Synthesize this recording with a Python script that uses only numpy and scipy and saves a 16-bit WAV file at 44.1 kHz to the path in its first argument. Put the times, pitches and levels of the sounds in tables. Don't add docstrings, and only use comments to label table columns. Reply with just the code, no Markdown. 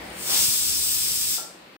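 import sys
import numpy as np
from scipy import signal
from scipy.fft import rfft, irfft
from scipy.io import wavfile
from scipy.ndimage import uniform_filter1d

SR = 44100
rng = np.random.default_rng(int(sys.argv[2]) if len(sys.argv) > 2 else 0)


def bounce(signal):
    frames = np.transpose(np.atleast_2d(signal))
    limited = np.clip(frames, -1, 1)
    pcm = np.round(limited * 32767).astype(np.int16)
    wavfile.write(sys.argv[1], SR, pcm)


N = 79380
T = np.arange(N) / SR
PLUME_PARTS = 4

# t/s, relative level/dB
JET_FLOW = [(.05, -55), (.12, -53.5), (.2, -40), (.27, -31.5), (.3, -25.5), (.37, -19), (.45, -19),
            (.62, -18.5), (1.0, -17.5), (1.34, -17), (1.39, -31.5), (1.45, -65.5)]
# f/Hz, relative spectral level/dB
JET_SPECTRUM = [(590, -40), (1000, -20.5), (1900, -17.5), (2450, -11.5), (3650, -7), (4240, -9.5),
                (5400, -5.5), (6790, -6.5), (8060, -4), (9690, -6.5), (12000, -3.5), (13400, -5.5),
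                (15000, -13), (15700, -6)]
# f/Hz, bandwidth/Hz, gain/dB
VENT_MODES = [(3650, 210, -19), (5040, 1570, -0.5), (7610, 270, -6.5), (8240, 1270, -0.5),
              (14800, 650, 11.5)]
def jet():
    noise = hiss(JET_SPECTRUM, flicker_db=0.74, rate_hz=14.4, channels=PLUME_PARTS)
    resonances = sum(amp(db) * ring(noise, hz, width) for hz, width, db in VENT_MODES)
    swell_db = -0.1 * walk(7.5)
    grain_db = 1.5 * walk(400)
    return unit(noise + resonances) * amp(curve(JET_FLOW) + swell_db + grain_db)


# f/Hz, bandwidth per filter pass/Hz, relative peak level/dB, onset t/s, peak t/s
LEAK_TONES = [(8975, 290, -43, 0.044, .23), (4440, 180, -44, .1, 0.36), (7060, 350, -39.5, .17, 0.276)]
def leak():
    noise = rng.standard_normal((PLUME_PARTS, N))
    fade_s = 0.051
    out = 0
    for hz, width, db, onset, peak in LEAK_TONES:
        whistle = unit(ring(ring(noise, hz, width), hz, width))
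        envelope_db = curve([(onset - fade_s, -40), (onset, -18), (peak, 0), (peak + fade_s, -40)])
        out += whistle * amp(db + envelope_db)
    return out


# f/Hz, relative spectral level/dB
CHUFF_SPECTRUM = [(180, -26), (300, -12.5), (850, -5.5), (1650, -7.5), (3090, -2.5), (5500, -5),
                  (7000, -33), (9000, -68)]
def chuff():
    lift_s, rise_s, hold_s, fall_s = 0.2955, 0.027, 0.06, 0.043
    t = T - lift_s
    puff = np.exp(-(np.minimum(t, 0) / rise_s) ** 2 - (np.maximum(t - hold_s, 0) / fall_s) ** 2)
    return amp(-32.5) * puff * hiss(CHUFF_SPECTRUM, flicker_db=2.9, rate_hz=37.9, channels=PLUME_PARTS)


# t/s, relative level/dB
IMPACTS = [(1.382, -17.5), (1.42, -32), (1.45, -27)]
# f/Hz, relative level/dB, decay time T60/s
LID_MODES = [(585, -5, .3), (649, -2, 0.16), (720, 7, 0.045), (794, -2, 0.13), (855, -0.5, .15),
             (1342, -0.5, 0.16), (1360, -0.5, 0.19)]
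def clank():
    contact_s = 0.0011
    out = np.zeros(N)
    for start, impact_db in IMPACTS:
        t = np.clip(T - start, 0, None)
        phases = rng.uniform(-0.25, 0.49, len(LID_MODES))
        modes = sum(amp(db) * np.sin(2 * np.pi * hz * t + phase) * 1000. ** (-t / t60)
                    for (hz, db, t60), phase in zip(LID_MODES, phases))
        out += amp(impact_db) * np.clip(t / contact_s, 0, 1) * modes / 4
    return out


# t/s, level/dB
WIND_FLOW = [(.36, -64), (.39, -43.5), (.8, -36), (1.2, -38), (1.36, -39.5), (1.4, -66)]
# f/Hz, relative spectral level/dB
WIND_SPECTRUM = [(25, -31), (60, -3.5), (130, -6.5), (300, -12), (800, -25.5), (1500, -45)]
# t/s, level above the stream/dB
WIND_BUFFETS = [(.405, 9.5), (0.431, 9), (.485, 15.5), (.63, 8), (.725, 4), (.89, 8.5), (1.039, 8),
                (1.077, 7), (1.116, 11.5), (1.15, 6), (1.271, 4)]
def wind():
    buffet_s = 0.016
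    gust_db = sum(db * np.exp(-((T - at) / buffet_s) ** 2) for at, db in WIND_BUFFETS) + 2 * walk(22)
    rumble = hiss(WIND_SPECTRUM, flicker_db=1.5, rate_hz=25, channels=2)
    return rumble * amp(curve(WIND_FLOW) + gust_db) * amp([[0], [-30]])


# f/Hz, relative spectral level/dB
SIMMER_SPECTRUM = [(24, -26.5), (58, 1.5), (110, -3.5), (200, -3), (500, -27), (2000, -32), (4500, -18.5),
                   (6000, -39), (15500, -43)]
def simmer():
    end_s = 1.436
    envelope_db = curve([(end_s, -51.5), (end_s + .08, -90)])
    return hiss(SIMMER_SPECTRUM, flicker_db=3.7, rate_hz=11) * amp(envelope_db)


# f/Hz, relative spectral level/dB
KITCHEN_SPECTRUM = [(24, -60), (55, -16), (90, -25), (125, -24), (170, -8), (250, -10), (350, -6),
                    (420, -11), (550, -9.5), (1000, -14), (2400, -16), (4500, -23), (6000, -34.5),
                    (9000, -34.5), (14500, -43), (15500, -42)]
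# f/Hz, bandwidth/Hz, level/dB
KITCHEN_BANDS = [(173, 31, -55.5), (338.5, 28, -56.5), (13600, 300, -65)]
def kitchen():
    coherent_below_hz = 564
    mid, side = hiss(KITCHEN_SPECTRUM, flicker_db=1.5, rate_hz=8.45, channels=2) * amp(-40.5)
    mid += sum(amp(db) * unit(ring(rng.standard_normal(N), hz, width)) for hz, width, db in KITCHEN_BANDS)
    side = signal.sosfilt(signal.butter(2, coherent_below_hz, "high", fs=SR, output="sos"), side)
    return np.array([mid + side, mid - side])


def room(x, wet_db):
    low_t60_s, treble_t60_s, crossover_hz = 0.44, 0.24, 10700
    t = T[:int(.6 * SR)]
    noise = rng.standard_normal((2, len(t)))
    low = signal.sosfiltfilt(signal.butter(2, crossover_hz, fs=SR, output="sos"), noise)
    tail = low * 1000. ** (-t / low_t60_s) + (noise - low) * 1000. ** (-t / treble_t60_s)
    tail = amp(wet_db) * tail / np.sqrt(np.sum(tail ** 2, axis=1, keepdims=True))
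    direct = np.array([np.roll(x, 5), x])
    return direct + signal.fftconvolve(x[None], tail, axes=1)[:, :N]


def amp(db):
    return 10 ** (np.asarray(db) / 20)


def unit(x):
    return x / np.sqrt(np.mean(x ** 2))


def curve(rows):
    return np.interp(T, *np.array(rows).T)


def walk(rate_hz):
    hold = int(SR / rate_hz)
    steps = np.repeat(rng.standard_normal(N // hold + 1), hold)
    return unit(uniform_filter1d(uniform_filter1d(steps, hold), hold)[:N])


def ring(x, hz, width):
    return signal.lfilter(*signal.iirpeak(hz, hz / width, fs=SR), x)


def hiss(spectrum, flicker_db, rate_hz, channels=1):
    hz, db = np.array(spectrum, float).T
    f = np.fft.rfftfreq(N, 1 / SR) + 1e-3
    shape_db = np.interp(np.log(f), np.log(hz), db, -80, db[-1])
    shaped = rfft(rng.standard_normal((channels, N))) * amp(shape_db)
    band_number = 3 * np.log2(f / 20)
    bands = (irfft(shaped * np.clip(1 - abs(band_number - k), 0, 1), N) for k in range(30))
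    return unit(sum(band * amp(flicker_db * walk(rate_hz)) for band in bands))


def scene():
    plume = (jet() + leak() + chuff()) / np.sqrt(PLUME_PARTS)
    cooker = sum(room(part, wet_db=4) for part in plume) + room(clank(), wet_db=-0.5)
    balance = amp([[1.1], [-1.1]])
    return (amp(-2) * cooker + simmer() + kitchen()) * balance + wind()


def record(dry):
    knee_db, slope, attack_s = -24, 0.86, 0.15
    stop_s, cutoff_hz = 1.767, 15720
    level_db = 10 * np.log10(uniform_filter1d(np.mean(dry ** 2, axis=0), int(.03 * SR)) + 1e-12)
    target_db = np.minimum.accumulate(-slope * np.clip(level_db - knee_db, 0, None))
    pole = np.exp(-1 / (attack_s * SR))
    gain_db = signal.lfilter([1 - pole], [1, -pole], target_db)
    gate = np.clip((stop_s - T) / 0.00074, 0, 1)
    low_pass = signal.ellip(16, .3, 80, cutoff_hz, fs=SR, output="sos")
    return signal.sosfilt(low_pass, dry * amp(gain_db) * gate)


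dry = scene()
out = record(dry)
bounce(out)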